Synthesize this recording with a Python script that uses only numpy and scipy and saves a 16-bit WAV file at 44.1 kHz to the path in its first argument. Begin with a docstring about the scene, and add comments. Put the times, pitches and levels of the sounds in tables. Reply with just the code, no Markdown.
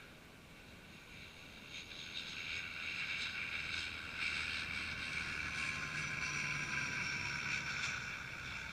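"""On a beach, an aircraft flies past in a straight line while far surf lies underneath, as shaped noise.
Its rush is noise that throbs once per blade; its low exhaust roar is smoother noise. Blade and gear hum and
turbine whines are sine tones. Throb and tones slide down in pitch as it passes. Gusty air makes the rush
surge, and the closed case of a small camera rings at a few pitches and shades the treble by direction."""
import sys
import numpy as np
from scipy import signal
from scipy.fft import rfft, irfft, next_fast_len
from scipy.io import wavfile
from scipy.ndimage import uniform_filter1d, map_coordinates

SR = 44100
rng = np.random.default_rng(int(sys.argv[2]) if len(sys.argv) > 2 else 0)


def to_wav(sig):
    """Store sig (one row per channel, or 1-D mono) as 16-bit WAV at the path in sys.argv[1].

    Samples outside -1..1 are clipped; the rate is SR.
    """
    pcm = np.clip(np.atleast_2d(sig), -1, 1) * 32767
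    pcm = np.round(pcm).astype(np.int16)
    wavfile.write(sys.argv[1], SR, pcm.T)  # frames by channels


N = 384552  # length in samples
FRAME, HOP = 1024, 256  # samples per short-time spectrum, and between spectra

# The flight
MACH = .1687  # ground speed over the speed of sound
PASS_S = 2.797  # seconds the aircraft needs to fly a length equal to its closest distance
ABEAM_S = 7.343  # second at which the sound from the closest point arrives
BLADE_HZ = 69.204  # blades passing per second at the source

# Angles in degrees at which the hum, whine and colour tables are read; negative is before abeam (side-on).
AIM_DEG = [-72, -67, -60, -47, -33, -23, -3, 12, 26]

# Band edges of the rush in Hz. From low to high its bands are low, body, sizzle, hiss and air.
RUSH_EDGES_HZ = [1000, 1900, 2900, 5400, 7500, 10500]
# Slow level of the rush, before gusts. Each row: time in seconds, body level in dB.
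RUSH_LEVEL = [(0, -58), (.15, -66.5), (.45, -69), (1, -61.5), (1.5, -60.5), (1.9, -58.5), (2.35, -50.5),
              (2.75, -47.5), (3.1, -44), (3.9, -45.5), (4.4, -43.5), (5.3, -45), (6.4, -41), (7.1, -43),
              (7.85, -44.5), (8.15, -50.5), (8.72, -51.5)]
# Colour of the rush by direction. One row per band: low and sizzle in dB over the body,
# then hiss and air in dB over the sizzle. Each column is one angle of AIM_DEG.
RUSH_COLOUR = [(0, -5.5, -7, -5.5, -4, -5.5, -5, -0.5, -1.5),
               (-6, -1, -6.5, -3.5, -9, -12.5, -11.5, -8.5, -6),
               (-27, -36, -22.5, -18.5, -11, -10.5, -4, -4, -12),
               (-20, -27, -23, -14, -12.5, -13.5, -18.5, -22.5, -19)]

# Swells and lulls as gusts bend the sound.
# Each row: middle in seconds, half width in seconds, body change in dB, sizzle change in dB.
SURGES = [(.58, .04, 6.5, 8), (1.08, .08, 3.5, -0.5), (1.2, 0.086, 7.5, 4.5), (1.77, 0.056, 11.5, 11),
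          (2.0, 0.1, 1, 9.5), (2.18, 0.047, 2, 12.5), (2.3, 0.04, -1, 9), (2.41, 0.061, 4, 6),
          (2.53, 0.075, 7, 6.5), (2.64, 0.034, -1.5, -2), (2.93, 0.13, 2.5, 2), (3.12, 0.025, 1.5, 2),
          (3.23, 0.057, 0, 5), (3.34, 0.027, -6, 0), (3.42, 0.075, 1, -4.5), (3.78, 0.062, 0.5, 5.5),
          (3.91, 0.027, -2, -2), (4.11, 0.13, -7, -7.5), (4.25, 0.069, 6.5, 4.5), (4.7, .05, 1, -6),
          (4.97, 0.034, -3, -6), (5.05, 0.016, 2, 3.5), (5.65, 0.095, 2.5, 2.5), (5.9, 0.049, -3.5, -3.5),
          (6.0, 0.046, 1.5, 2), (6.13, 0.059, -3, -1.5), (6.26, .05, 1, 3), (6.68, .03, -4.5, -3.5),
          (7.53, 0.045, 7, 4.5), (7.72, 0.035, 2, 3), (7.85, .035, 2.5, 7.5), (8.55, 0.05, 3.5, 3.5)]
# Small random gusts: strength in dB and random points per second, for body and sizzle, then for the treble
SHIMMER_DB, SHIMMER_RATE = 0.84, 11
TREBLE_SHIMMER_DB, TREBLE_RATE = 1.6, 19

# Resonances of the camera case. 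Each row: centre in Hz, width in Hz, relative strength in dB.
CASE_RINGS = [(1094, 67, -23), (1500, 366, -2), (1920, 90, -14), (2298, 206, 3.5), (2468, 470, -1),
              (2720, 119, 3.5), (3240, 320, -9), (3565, 420, -0.5), (3930, 490, -6), (4480, 480, -4),
              (5110, 500, -6.5), (5770, 670, -5), (6760, 2400, -15.5), (7980, 870, -18), (9280, 550, -26.5)]
# Two shadows of the case slide with direction. Each row: degrees past abeam, lower centre in Hz,
# lower depth in dB, upper centre in Hz, upper depth in dB (negative is a boost).
CASE_SHADOWS = [(-72, 6200, 7, 7150, -8), (-57, 5700, 18, 7100, 4), (-41, 5900, 7, 7300, 12),
                (-38, 5900, 7, 7640, 11), (-26, 5800, 10, 8200, 7), (-11, 6700, 1, 7900, 20),
                (31, 5600, 5, 8200, 13)]
# Narrow dips of the case. Each row: centre in Hz, width in Hz, then depth in dB when coming, nearing
# and leaving (negative counts as none).
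CASE_DIPS = [(1220, 130, 3.5, 1, -1), (1777, 67, 8, 14, 4), (2843, 102, -3.5, 10, 13),
             (3498, 101, 15, 15, -1.5), (3306, 48, 8.5, -2.5, 17), (4520, 180, 12, -8.5, 4.5),
             (3780, 270, 1.5, 4, 5.5), (4190, 99, 5, -2, 7), (4850, 230, 2, -1, 15),
             (5200, 440, 2.5, 0.5, 0.5), (8700, 200, 3, 0, 12), (9330, 610, 8.5, -1.5, 9)]
# Bearings for those three depths: distance along the flight line over total distance (no unit).
DIP_BEARINGS = [-.85, -.4, .25]
PORT_HZ, PORT_DB_PER_KHZ = 9900, 5  # the case lets less and less through above this pitch

# Band edges of the exhaust roar in Hz: rumble, drone and roar.
ROAR_EDGES_HZ = [40, 160, 450, 1000]
# Angles in degrees past abeam at which the roar table is read.
ROAR_DEG = [-72, -47, -23, -3, 26]
# The exhaust's beam. One row per band, one column per angle of ROAR_DEG: dB at the closest distance.
ROAR_BEAMS = [(-56.5, -56.5, -55.5, -56.5, -57), (-54.5, -55, -54, -54.5, -62.5),
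              (-60.5, -62, -63, -64, -65)]
# Shape of the exhaust noise inside its bands. Each row: frequency in Hz, relative density in dB.
EXHAUST_SHAPE = [(25, -17), (45, -7.5), (90, 3.5), (180, 1), (300, -6), (450, -14.5), (750, -17),
                 (1000, -17.5), (1500, -28), (2200, -120)]

# Blade and gear tones. Each row: pitch as a multiple of the blade rate, strength of its wavering in Hz.
HUM_TONES = [(1, .4), (2, .6), (14, 8), (22.05, 9)]
# Their beams. One row per tone, one column per angle of AIM_DEG: dB at the closest distance.
HUM_BEAMS = [(-66, -62.5, -60, -53.5, -57, -62, -68, -69, -58),
             (-63, -72, -80, -70.5, -55.5, -53, -56.5, -60, -72),
             (-69, -71, -67.5, -65.5, -62, -58.5, -62, -66.5, -70),
             (-82, -88, -70, -60, -57.5, -54, -51.5, -55.5, -63.5)]

# Turbine tones: pitches as multiples of the blade rate.
WHINE_ORDERS = [79.3, 80.27, 76]
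# Their beams. One row per tone, one column per angle of AIM_DEG: dB over the sizzle.
WHINE_BEAMS = [(-41, -30, -25, -33, -16, -8.5, -4, -17.5, -17),
               (-23, -17.5, -25.5, -41, -29, -26, -10, -22, -34),
               (-40, -24, -41, -35, -29, -16, -11, -33, -33)]

# Shape of the surf noise. Each row: frequency in Hz, relative density in dB.
SURF_SHAPE = [(8.8, -21), (15, -3), (40, 3.5), (64, -11.5), (202, -7), (312, -9.5), (468, -8.5),
              (557, -12.5), (607, -9), (702, -19), (1930, -15.5), (2300, -12.5), (4870, -23), (15000, -33)]
SURF_DB = -61  # overall level of the surf

# Faint steady tones of the electronics. Each row: pitch in Hz, level in dB.
CIRCUIT_TONES = [(11999, -99), (14002, -107)]
TOP_HZ = 15250  # nothing is kept from here up


def amp(db):
    """Turns dB into gain."""
    return 10 ** (np.asarray(db) / 20)


def unit(x):
    """Scales x to an average strength (rms) of 1."""
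    return x / np.sqrt(np.mean(x ** 2) + 1e-20)


def along(points, hz):
    """Reads (Hz, value) points on a log axis, closer to how we hear pitch."""
    point_hz, values = np.transpose(points)
    return np.interp(np.log(hz + 1), np.log(point_hz + 1), values)


def curves(rows, x):
    """Reads each column after the first at positions x of the first."""
    positions, *columns = np.transpose(rows)
    return np.array([np.interp(x, positions, column) for column in columns])


def wobble(rate):
    """A smooth random curve through this many random points a second."""
    points = rng.standard_normal(int(N * rate / SR) + 4)
    return map_coordinates(points, [np.arange(N) * rate / SR])


def patches(shape, bins, frames):
    """A random field of rms 1, smooth over some frequency bins and time frames."""
    field = uniform_filter1d(rng.standard_normal(shape), bins, 0)
    return unit(uniform_filter1d(field, frames, 1))


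def grid():
    """Frequencies (as a column) and times of the short-time spectrum."""
    return np.fft.rfftfreq(FRAME, 1 / SR)[:, None], np.arange(-(-N // HOP) + 1) * HOP / SR


def shaped(x, gain):
    """Gives x its own gain at every frequency and moment."""
    spectrum = signal.stft(x, nperseg=FRAME, noverlap=FRAME - HOP)[2]
    return signal.istft(spectrum * gain, nperseg=FRAME, noverlap=FRAME - HOP)[1][:N]


def levelled(gain, edges_hz, levels_db):
    """Rescales the gain to bring white noise to the wanted level in each band, blending between bands."""
    hz = grid()[0][:, 0]
    lows, highs = np.array(edges_hz[:-1]), np.array(edges_hz[1:])
    power = np.array([np.sum(gain[(hz >= low) & (hz < high)] ** 2, axis=0) / len(hz)
                      for low, high in zip(lows, highs)])
    need_db = levels_db - 10 * np.log10(power)
    # each inner edge is a ramp from 0 to 1, so the correction changes gradually
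    ramps = [np.clip((hz - edge) / (0.37 * edge) + .5, 0, 1) for edge in lows[1:]]
    return gain * amp(need_db[0] + np.transpose(ramps) @ np.diff(need_db, axis=0))


def sent(t):
    """When the sound heard at t left the aircraft, in seconds after its closest point."""
    since = t - ABEAM_S
    left = since
    for _ in range(6):  # the delay depends on the answer, so repeat until it settles
        left = since - MACH * np.hypot(left, PASS_S) + MACH * PASS_S
    return left


def angle(t):
    """Degrees of the aircraft past abeam, as heard at t."""
    return np.degrees(np.arctan2(sent(t), PASS_S))


def beams(rows, deg, t):
    """Directional loudness: each row of dB by angle, read at times t."""
    return np.array([np.interp(angle(t), deg, row) for row in rows])


def spread_db(t):
    """Sound pressure falls as one over distance: 0 dB at the closest point, less elsewhere."""
    return 20 * np.log10(np.cos(np.radians(angle(t))))


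def phase(order, blur_hz):
    """Phase of a tone steady at the source, its pitch shifted by the motion and wavering in the air."""
    moved = order * BLADE_HZ * sent(np.arange(N) / SR)
    wavering = np.cumsum(blur_hz * wobble(25)) / SR
    return 2 * np.pi * (moved + wavering)


def gusts():
    """Gusts bend the sound into swells and lulls: dB per frame for body and sizzle, then hiss and air alone."""
    t = grid()[1]
    middle_s, width_s, *surge_db = np.transpose(SURGES)
    bumps = np.exp(-((t - middle_s[:, None]) / width_s[:, None]) ** 2)
    body_db, sizzle_db = surge_db @ bumps
    frames = np.minimum(np.arange(len(t)) * HOP, N - 1)
    rates = (SHIMMER_RATE, SHIMMER_RATE, TREBLE_RATE, TREBLE_RATE)
    shared, own, hiss, air = [wobble(rate)[frames] for rate in rates]
    return [body_db + SHIMMER_DB * shared,
            sizzle_db + SHIMMER_DB * (0.48 * shared + 1.17 * own),
            TREBLE_SHIMMER_DB * hiss,
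            TREBLE_SHIMMER_DB * air]


def bands(gust_db):
    """Level of each rush band per frame: long waves feel the gusts less, and the treble has its own flicker."""
    t = grid()[1]
    body_gust, sizzle_gust, hiss_gust, air_gust = gust_db
    slow_db, = curves(RUSH_LEVEL, t)
    low_over, sizzle_over, hiss_over, air_over = beams(RUSH_COLOUR, AIM_DEG, t)
    low_db = slow_db + low_over + .2 * body_gust
    body_db = slow_db + body_gust
    sizzle_db = slow_db + sizzle_over + sizzle_gust
    hiss_db = sizzle_db + hiss_over + hiss_gust
    air_db = sizzle_db + air_over + 0.12 * sizzle_gust + .6 * hiss_gust + air_gust
    return [low_db, body_db, sizzle_db, hiss_db, air_db]


def case():
    """The camera case rings at fixed pitches; its dips and shadows follow the aircraft's direction."""
    hz, t = grid()
    ring = np.sqrt(sum(amp(db) ** 2 / (1 + (2 * (hz - centre) / width) ** 2) ** 2
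                       for centre, width, db in CASE_RINGS))
    bearing = sent(t) / np.hypot(sent(t), PASS_S)
    dips_db = sum(np.interp(bearing, DIP_BEARINGS, np.clip(depth_db, 0, None))
                  * np.exp(-((hz - centre) / width) ** 2)
                  for centre, width, *depth_db in CASE_DIPS)
    low_hz, low_db, high_hz, high_db = curves(CASE_SHADOWS, angle(t))
    low_shadow = low_db * np.exp(-((hz - low_hz) / 280) ** 2)
    high_shadow = high_db * np.exp(-((hz - high_hz) / 380) ** 2)
    port_db = PORT_DB_PER_KHZ * np.clip(hz - PORT_HZ, 0, None) / 1000
    return ring * amp(-dips_db - low_shadow - high_shadow - port_db)


def rush(levels_db):
    """Turbulence noise chopped once per blade, flickering in the gusty air, heard through the case."""
    turn = 2 * np.pi * BLADE_HZ * sent(np.arange(N) / SR)
    chop_db = 2.2 + wobble(3)
    chop = amp(chop_db * np.cos(turn + .5 * wobble(4)))
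    flicker = amp(0.6 * wobble(22) + 0.75 * wobble(70))
    gain = levelled(case(), RUSH_EDGES_HZ, levels_db)
    gain = gain * amp(1.03 * patches(gain.shape, bins=20, frames=9))
    return shaped(unit(chop * flicker * rng.standard_normal(N)), gain)


def roar():
    """The low exhaust roar: noise without the chop, louder in some directions and fading with distance."""
    hz, t = grid()
    shape = amp(along(EXHAUST_SHAPE, hz)) + 0 * t  # the same shape in every frame
    levels_db = beams(ROAR_BEAMS, ROAR_DEG, t) + spread_db(t)
    return shaped(rng.standard_normal(N), levelled(shape, ROAR_EDGES_HZ, levels_db))


def hum():
    """Blade and gear tones: sines at multiples of the blade rate, fading in and out a little."""
    t = np.arange(N) / SR
    levels_db = beams(HUM_BEAMS, AIM_DEG, t) + spread_db(t)
    out = np.zeros(N)
    for (order, blur_hz), level_db in zip(HUM_TONES, levels_db):
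        # tones that waver more in pitch also flutter more in level
        fading_db = 1.4 * wobble(3.5) + 0.74 * wobble(8.4) + blur_hz * 0.39 * wobble(45)
        out += np.sqrt(2) * amp(level_db + fading_db) * np.sin(phase(order, blur_hz))
    return out


def whine(sizzle_db):
    """Turbine tones ride the same gusts as the sizzle; scattering spreads a hissy halo round each."""
    t = np.arange(N) / SR
    out = np.zeros(N)
    for order, over_db in zip(WHINE_ORDERS, beams(WHINE_BEAMS, AIM_DEG, t)):
        # random changes of strength and phase widen the tone
        near_halo = .6 * (wobble(120) + 1j * wobble(120))
        wide_halo = .7 * (wobble(450) + 1j * wobble(450))
        tone = np.imag((1 + near_halo + wide_halo) * np.exp(1j * phase(order, 14)))
        out += amp(over_db + 2.5 * wobble(14)) * tone
    return np.sqrt(2) * amp(np.interp(t, grid()[1], sizzle_db)) * out


def surf():
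    """Far waves and microphone hiss: shaped noise, its level varied by random patches in time and frequency."""
    hz, t = grid()
    gain = amp(along(SURF_SHAPE, hz)) + 0 * t  # the same shape in every frame
    gain = gain * amp(patches(gain.shape, bins=30, frames=4))
    return amp(SURF_DB) * unit(shaped(rng.standard_normal(N), gain))


def scene():
    """Adds the aircraft's sounds and the surf in one channel."""
    levels_db = bands(gusts())
    sizzle_db = levels_db[2]
    aircraft = rush(levels_db) + roar() + hum() + whine(sizzle_db)
    return (aircraft + surf())[None]


def record(dry):
    """The electronics add faint steady tones; everything from the band limit up is removed."""
    t = np.arange(N) / SR
    tones = sum(np.sqrt(2) * amp(db) * np.sin(2 * np.pi * hz * t) for hz, db in CIRCUIT_TONES)
    size = next_fast_len(N + SR)  # the extra second keeps the end from wrapping onto the start
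    keep = np.fft.rfftfreq(size, 1 / SR) < TOP_HZ
    return irfft(rfft(dry + tones, size) * keep, size)[..., :N]


dry = scene()
out = record(dry)
to_wav(out)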